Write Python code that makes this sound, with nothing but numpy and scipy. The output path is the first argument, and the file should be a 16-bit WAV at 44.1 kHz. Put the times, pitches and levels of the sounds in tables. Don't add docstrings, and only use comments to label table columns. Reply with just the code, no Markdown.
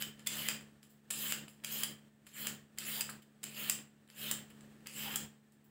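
import sys
import numpy as np
from scipy import signal
from scipy.fft import rfft, irfft
from scipy.io import wavfile
from scipy.ndimage import uniform_filter1d

SR = 44100
rng = np.random.default_rng(int(sys.argv[2]) if len(sys.argv) > 2 else 0)


def ratio_of_db(decibels):
    return 10 ** (np.asarray(decibels, float) / 20)


def file_out(sig):
    cols = np.atleast_2d(sig).T
    lim = np.clip(cols, -1, 1)
    pcm = np.round(lim * 32767).astype(np.int16)
    wavfile.write(sys.argv[1], SR, pcm)


N = 251487

# [t/s, peak level/dB, body re peak/dB, blade ring f/Hz, length/ms]
SNAPS = [
    (0.0225, -24.5, 0.5, 7140, 1.63),
    (0.4852, -22.5, 1.5, 7500, 3.9),
    (1.3219, -22.5, 0.5, 7200, 2.8),
    (1.8336, -18.5, -4, 9350, 2.85),
    (2.469, -22.5, -1, 7270, 4.5),
    (3.008, -21, -5.5, 7850, 3.9),
    (3.6969, -17, -7.5, 7700, 3.74),
    (4.3121, -21, -3, 7870, 2.75),
    (5.158, -21.5, -7.5, 7340, 2.8),
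]


def evened(x):
    return x / np.sqrt(np.mean(x ** 2) + 1e-20)


def read(points, hz):
    f, value = np.transpose(points)
    return np.interp(np.log(hz + 1), np.log(f + 1), value)


def add(mix, s, sound):
    part = mix[max(round(s * SR), 0):][:len(sound)]
    part += sound[:len(part)]


def wander(seconds):
    size = max(round(seconds * SR), 2)
    return evened(uniform_filter1d(uniform_filter1d(rng.standard_normal(N), size), size))


def resonate(x, hz, width):
    turn = np.exp(2j * np.pi * np.cumsum(hz * np.ones(len(x))) / SR)
    r = np.exp(-np.pi * width / SR)
    return 2 * (turn * signal.lfilter([1 - r], [1, -r], x / turn + 1e-18)).real


def resonate_twice(x, hz, width):
    return resonate(resonate(x, hz, width), hz, width)


def colour(x, points):
    hz = abs(np.fft.fftfreq(4096, 1 / SR))
    log_gain = np.log(ratio_of_db(np.maximum(read(points, hz), -100)))
    response = np.fft.ifft(np.exp(np.conj(signal.hilbert(log_gain)))).real[:2048]
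    return signal.oaconvolve(x, response)[:len(x)]


def gate_db():
    # [starts to open t/s, opening length/s, shuts t/s, open hum level/dB, shut hum level/dB]
    openings = [(-0.1, 0.05, 0.078, -53.5, -60), (0.23, 0.12, 0.58, -52.5, -62),
                (0.633, 0.019, 0.685, -58.5, -64.5), (1.067, 0.1, 1.42, -54, -62),
                (1.613, 0.096, 1.928, -54, -62.5), (2.05, 0.032, 2.04, -60, -66.5),
                (2.319, 0.11, 2.54, -52.5, -64.5), (2.75, 0.097, 3.15, -55, -65.5),
                (3.41, 0.07, 3.47, -55, -58), (3.555, 0.054, 3.8, -54.5, -66),
                (4.124, 0.13, 4.4, -52.5, -58), (4.603, 0.054, 4.85, -58.5, -62),
                (4.857, 0.16, 5.25, -52.5, -66)]
    shut_db_per_s, sink_db_per_s, flutter_db = 118, -2.5, 0.97
    opens, rise, shuts, open_db, rest_db = np.transpose(openings)
    after = np.append(opens[1:], N / SR)
    shut = shuts + abs(open_db - rest_db) / shut_db_per_s
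    s = np.ravel([opens + rise, shuts, shut, after], "F")
    db = np.ravel([open_db, open_db, rest_db, rest_db + sink_db_per_s * (after - shut)], "F")
    return np.interp(np.arange(N) / SR, np.maximum.accumulate(s), db) + flutter_db * wander(0.027)


def background(open_db):
    # [multiple of the hum/1, level/dB]
    harmonics = [(1, -32), (2, -7), (3, -1.95), (4, -18.5), (5, -23.5), (6, -22)]
    # [f/Hz, level/dB]
    air_spectrum = [(15, -59), (25, -30), (65, -13), (111, -10), (220, -10), (296, -9), (1010, -22.5),
                    (1780, -21), (2270, -26), (2820, -24.5), (5720, -34), (7510, -34.5), (10400, -44),
                    (15200, -32.5), (16500, -29)]
    # [f/Hz, width/Hz, level re air/dB]
    air_peaks = [(2780, 254, -43), (7930, 1100, -14)]
    hum_hz, air_db = 71.64, -5
    fan = (1800, 110, -15.5)  # f/Hz, width/Hz, level re air/dB
    t = np.arange(N) / SR
    hum = np.sqrt(2) * sum(ratio_of_db(db) * np.cos(2 * np.pi * k * hum_hz * t) for k, db in harmonics)
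    noise = rng.standard_normal(N)
    air = evened(irfft(rfft(noise) * ratio_of_db(read(air_spectrum, np.fft.rfftfreq(N, 1 / SR))), N))
    for hz, width, db in list(air_peaks) + [fan]:
        air = air + ratio_of_db(db) * evened(resonate(noise[::-1], hz, width))
    return ratio_of_db(uniform_filter1d(open_db, 900)) * (hum + ratio_of_db(air_db) * air)


def tail():
    # [f/Hz, t60/s]
    decay = [(500, 0.42), (2000, 0.43), (5000, 0.34), (8000, 0.34), (12000, 0.18), (16000, 0.33)]
    # [delay t/s, level/dB]
    echoes = [(.0031, -7.5), (.0085, -11), (0.0171, -28)]
    taps = np.zeros(SR // 2)
    at = np.arange(260, SR // 2 - 12, 12)
    taps[at + rng.integers(0, 12, len(at))] = rng.choice([-1., 1.], len(at))
    hz, t, z = signal.stft(taps, SR, nperseg=256)
    out = signal.istft(z * ratio_of_db(-60 * t / read(decay, hz)[:, None]), SR, nperseg=256)[1]
    out = out / np.linalg.norm(out)
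    for s, db in echoes:
        add(out, s, ratio_of_db(np.array([db])))
    return out


def kitchen(x):
    turn = 2 * np.pi * 31 * np.arange(N) / SR
    shares = [np.sqrt(2 / 3) * np.cos(turn + k * np.pi / 3) for k in range(3)]
    return sum(signal.fftconvolve(x * share, tail())[:N] for share in shares)


def pats():
    # [t/s, peak level/dB, ring f/Hz]
    landings = [
        (0.687, -61, 573),
        (1.479, -49, 778),
        (3.092, -34, 1430),
        (3.431, -52, 1810),
        (4.389, -50, 1530),
    ]
    out, t = np.zeros(N), np.arange(600) / SR
    for (s, db, hz), noise in zip(landings, rng.standard_normal((len(landings), len(t)))):
        slap = resonate_twice(noise * np.exp(-t / 0.00038), hz, 1100)
        add(out, s, ratio_of_db(db) * slap / abs(slap).max())
    return out


def tearing():
    grains_per_s, spread_db = 9000, 2.5
    size = ratio_of_db(spread_db * np.minimum(rng.exponential(1, N), 5)) * rng.choice([-1., 1.], N)
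    clumps = ratio_of_db(1.5 * evened(uniform_filter1d(rng.standard_normal(N), 130)))
    return evened(size * clumps * (rng.random(N) < grains_per_s / SR))


def flexes():
    # [t/s, length/s, level/dB, f/Hz]
    groans = [
        (5.03, 0.098, -59, 814),
        (2.96, .06, -60.5, 870),
    ]
    t, drive, out = np.arange(N) / SR, tearing(), 0
    for s, length, db, hz in groans:
        groan = evened(resonate_twice(drive, hz, 260))
        out = out + ratio_of_db(db) * groan * np.sin(np.pi * np.clip((t - s) / length, 0, 1))
    return out


def knocks():
    # [t/s, peak level/dB, low ring f/Hz, upper ring f/Hz, upper re low/dB]
    blows = [(0.0225, -37.5, 1410, 3070, 8), (0.2698, -27, 2070, 3480, 0), (0.4853, -27.5, 2500, 3120, 2),
             (1.1076, -38.5, 2460, 3230, -8), (1.3229, -32.5, 1760, 2830, -0.5),
             (1.4807, -51, 2570, 2930, -9), (1.6462, -32.5, 2430, 3230, -1.5),
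             (1.8332, -27, 1700, 3160, -3), (2.4695, -41, 2680, 3500, -12), (2.7846, -33, 2060, 4520, -6),
             (3.0068, -26.5, 2600, 2845, -14), (3.4326, -45, 1800, 3800, 2.5),
             (3.697, -32, 1830, 2750, 0.5), (4.312, -43, 2500, 2820, -2), (4.8693, -37, 2059, 3130, -9),
             (5.1575, -32.5, 1360, 3230, -2)]
    out, t = np.zeros(N), np.arange(1500) / SR
    for s, db, low_hz, upper_hz, upper_db in blows:
        # f/Hz, level re low ring/dB, t60/s; the last is the blade
        rings = [(low_hz, 0, 0.01), (upper_hz, upper_db, 0.019), (4865, -4, 0.018)]
        sound = sum(ratio_of_db(d - 60 * t / t60) * np.sin(2 * np.pi * hz * t) for hz, d, t60 in rings)
        add(out, s, ratio_of_db(db + 2) * sound * (1 - np.exp(-t / 0.00097)))
    return out


def peeler(x, damp_db=0):
    # [f/Hz, level/dB]
    rasp_spectrum = [(290, -25.5), (500, -9), (700, -14.5), (764, -17), (1220, -9), (1730, -8),
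                     (2260, -4.5), (3020, -5.5), (3400, -6.5), (5930, -20.5), (7490, -7), (9600, -13.5),
                     (15100, 4), (15800, 1), (16500, -15.5)]
    # [f/Hz, width/Hz, level/dB]
    blade_modes = [(1760, 130, 1.5), (3080, 170, 4), (5080, 170, 4), (7400, 350, 0.5), (10200, 200, -3)]
    blade = sum(ratio_of_db(db + damp_db) * resonate(x, hz, width) for hz, width, db in blade_modes)
    y = colour(x + blade, rasp_spectrum)
    body = signal.sosfilt(signal.butter(4, 4500, fs=SR, output="sos"), y)
    edge = signal.sosfilt(signal.butter(4, [4500, 11000], "band", fs=SR, output="sos"), y)
    fizz = signal.sosfilt(signal.butter(6, 11000, "high", fs=SR, output="sos"), y)
    return evened(body), evened(edge), evened(fizz)


def rubs():
    # [t/s, peak level/dB, fade/(dB/s), body re level/dB, fizz re level/dB]
    slides = [
        (0.193, -65, -400, 4, -9),
        (0.831, -64.5, -300, -5, -6),
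        (0.90, -73.5, -200, -11, 3),
        (1.485, -62.5, -220, -10, -5),
        (3.222, -66, -700, -1, -3),
        (5.522, -73.5, -350, -16, -4),
        (5.645, -80, -250, -13, 8),
    ]
    t, out = np.arange(N) / SR, 0
    body, edge, fizz = peeler(tearing())
    for s, db, fade_db, body_db, fizz_db in slides:
        slope = abs(fade_db)
        level = ratio_of_db(db + np.minimum(12 * slope * (t - s), -slope * (t - s)))
        out = out + level * (ratio_of_db(body_db) * body + edge + ratio_of_db(fizz_db) * fizz)
    return out


def chatter(noise, ms):
    t = np.arange(len(noise)) / SR
    shape = np.minimum(t / 0.000504, 1) * np.exp(-(1000 * t / max(ms, .3)) ** 3)
    z = rfft(noise * shape)
    flat = irfft(z / (abs(z) + 1e-12), len(t)) / (shape + .2)
    return flat * shape


def snaps(table, fizz_db, ring_db=0):
    out = np.zeros(N)
    for (s, db, body_db, hz, ms), noise in zip(table, rng.standard_normal((len(table), 1024))):
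        drive = chatter(noise, ms)
        body, edge, fizz = peeler(drive)
        ring = ratio_of_db(ring_db - 3.5) * evened(resonate(drive, hz, 600))
        burst = ratio_of_db(body_db) * body + edge + ratio_of_db(fizz_db) * fizz + ring
        add(out, s, ratio_of_db(db - 4.0) * burst / abs(edge).max())
    return out


def ticks():
    # [t/s, peak level/dB, body re peak/dB, ring f/Hz, length/ms]
    small = [(0.0828, -58, -14, 3060, 1.6), (0.194, -49, -8, 7200, 2.5), (0.61, -44, -19, 1760, 2.1),
             (0.8295, -45, -0.5, 4960, 1.3), (1.481, -42, -2, 2650, 2.2), (1.6007, -67, 16.5, 2930, 1.35),
             (2.26, -62, -1, 7500, 2.5), (3.0165, -36, 2, 7000, 7.8), (3.712, -34, -16, 7400, 2.5),
             (3.7884, -41.5, 3, 3030, 1.9), (3.873, -57, -7, 1780, 1.7), (4.0755, -55, -1, 3800, 3),
             (4.1005, -43.5, 1.5, 4940, 1.9), (4.3898, -46.5, 10, 2800, 1.64), (4.608, -48, 3, 7400, 1.45),
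             (4.8069, -62, 10, 4500, 1.6), (5.522, -61, -14, 7110, 1.6)]
    return snaps(small, -15, 5.5)


def touches():
    # [t/s, peak level/dB, body re peak/dB, ring f/Hz, length/ms]
    scuffs = [
        (.2635, -35, -2, 3300, 8.5),
        (1.1035, -29.5, 0, 8200, 6.2),
        (1.6365, -46.5, 8, 2480, 5.4),
        (2.2662, -46, 1.5, 3220, 10),
        (2.7747, -48.5, 8.5, 3330, 7.7),
        (3.095, -33, -10, 4600, 11.4),
        (3.4305, -35, -3.5, 7960, 8.7),
        (4.086, -61, 6, 4500, 13),
        (4.5005, -51, 4, 3700, 15),
        (4.8592, -53, 11.5, 2630, 9.8),
    ]
    return snaps(scuffs, -4)


def bites():
    # [t/s, peak level/dB, body re peak/dB, ring f/Hz, length/ms]
    breaks = [
        (0.2705, -22, -9.5, 7360, 6),
        (1.1077, -25, -13.5, 8600, 5.4),
        (1.6458, -25.5, -5, 6930, 3.4),
        (2.785, -24, -9.5, 7350, 2.2),
        (3.439, -29, -4.5, 7600, 3.2),
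        (4.87, -32, -2, 6640, 2.2),
    ]
    return snaps(breaks, -2.5)


def handling():
    # [touch t/s, skid length/s, skid level/dB, cut level/dB, carrot body re pressure/dB]
    passes = [
        (-0.2, 0.05, -55, -47.5, -1),
        (0.26, 0.056, -50.5, -51.5, 0),
        (1.103, 0.056, -47.5, -47, -5),
        (1.636, 0.034, -52, -49, -2),
        (2.263, 0.058, -65.5, -52, -0.5),
        (2.783, 0.049, -50, -49, -2.5),
        (3.436, 0.089, -58, -51.5, 0.5),
        (4.099, 0.042, -67, -52.5, 1),
        (4.864, 0.065, -57, -53, -0.5),
    ]
    dig_s, lift_s = 0.053, .005
    skid_sag, cut_sag = -38, -20.5
    t = np.arange(N) / SR
    now = np.maximum(np.searchsorted(np.transpose(passes)[0], t) - 1, 0)
    touch, skid, skid_db, cut_db, body_db = np.transpose(passes)[:, now]
    dug = np.clip((t - touch - skid) / dig_s, 0, 1)
    cutting = np.clip(t - touch - skid - dig_s, 0, 1)
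    skid_level = skid_db + skid_sag * (t - touch)
    level_db = (1 - dug) * skid_level + dug * cut_db + cut_sag * cutting
    touching = t < np.transpose(SNAPS)[0][now] - lift_s
    pressure = ratio_of_db(level_db) * signal.lfilter(np.ones(200) / 200, 1, touching)
    return pressure, body_db, dug, cutting


def uneven(x):
    z = signal.stft(x, nperseg=256)[2]
    patches = evened(uniform_filter1d(uniform_filter1d(rng.standard_normal(z.shape), 5, 0), 14, 1))
    return evened(signal.istft(z * ratio_of_db(3.1 * patches), nperseg=256)[1][:N])


def strokes():
    pressure, body_db, dug, cutting = handling()
    body_db = body_db + 37.5 * cutting
    skid_fizz_db, cut_fizz_db = -6.5, 2
    fizz_db = skid_fizz_db + (cut_fizz_db - skid_fizz_db) * dug + 9 * cutting
    carrot_hz = (2650 + (3020 - 2650) * dug) * (1 + .035 * wander(.05))
    strip_hz = (4400 + (4050 - 4400) * dug) * (1 + .035 * wander(.05))
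    whistle_hz = 13520 * (1 + .025 * wander(.05))
    body, edge, fizz = peeler(uneven(tearing()), -3)
    drive = tearing()
    body = body + ratio_of_db(-4.5) * evened(resonate_twice(drive, carrot_hz, 420))
    body = body + ratio_of_db(-14.5) * evened(resonate_twice(drive, strip_hz, 290))
    whistle = evened(resonate_twice(drive, whistle_hz, 380))
    fizz = evened(fizz + ratio_of_db(-7) * whistle)
    return pressure * (ratio_of_db(body_db) * evened(body) + edge + ratio_of_db(fizz_db) * fizz)


def scene():
    gate = gate_db()
    rasp = strokes() + rubs() + flexes()
    hits = bites() + snaps(SNAPS, -0.5) + ticks() + touches() + knocks() + pats()
    wet = kitchen(ratio_of_db(-1) * rasp + ratio_of_db(-3.5) * hits)
    gate_share, gate_open_db = 0.7, -55
    wet = wet * ratio_of_db(gate_share * uniform_filter1d(gate - gate_open_db, 2000))
    return (rasp + hits + wet + background(gate))[None]


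def low_pass(x):
    return signal.sosfilt(signal.butter(12, 16830, fs=SR, output="sos"), x)


def record(dry):
    cut = signal.sosfilt(signal.butter(2, 38, "high", fs=SR, output="sos"), dry)
    taps = signal.firwin(701, 15800, window=("kaiser", 6), fs=SR)
    low = signal.oaconvolve(cut, taps[None], "same")
    power = uniform_filter1d(cut ** 2, 300, axis=1)
    spill = np.clip(power / ratio_of_db(2 * -33.) - 1, 0, 1)
    return low_pass(low + ratio_of_db(-11) * spill * (cut - low))


dry = scene()
out = record(dry)
file_out(out)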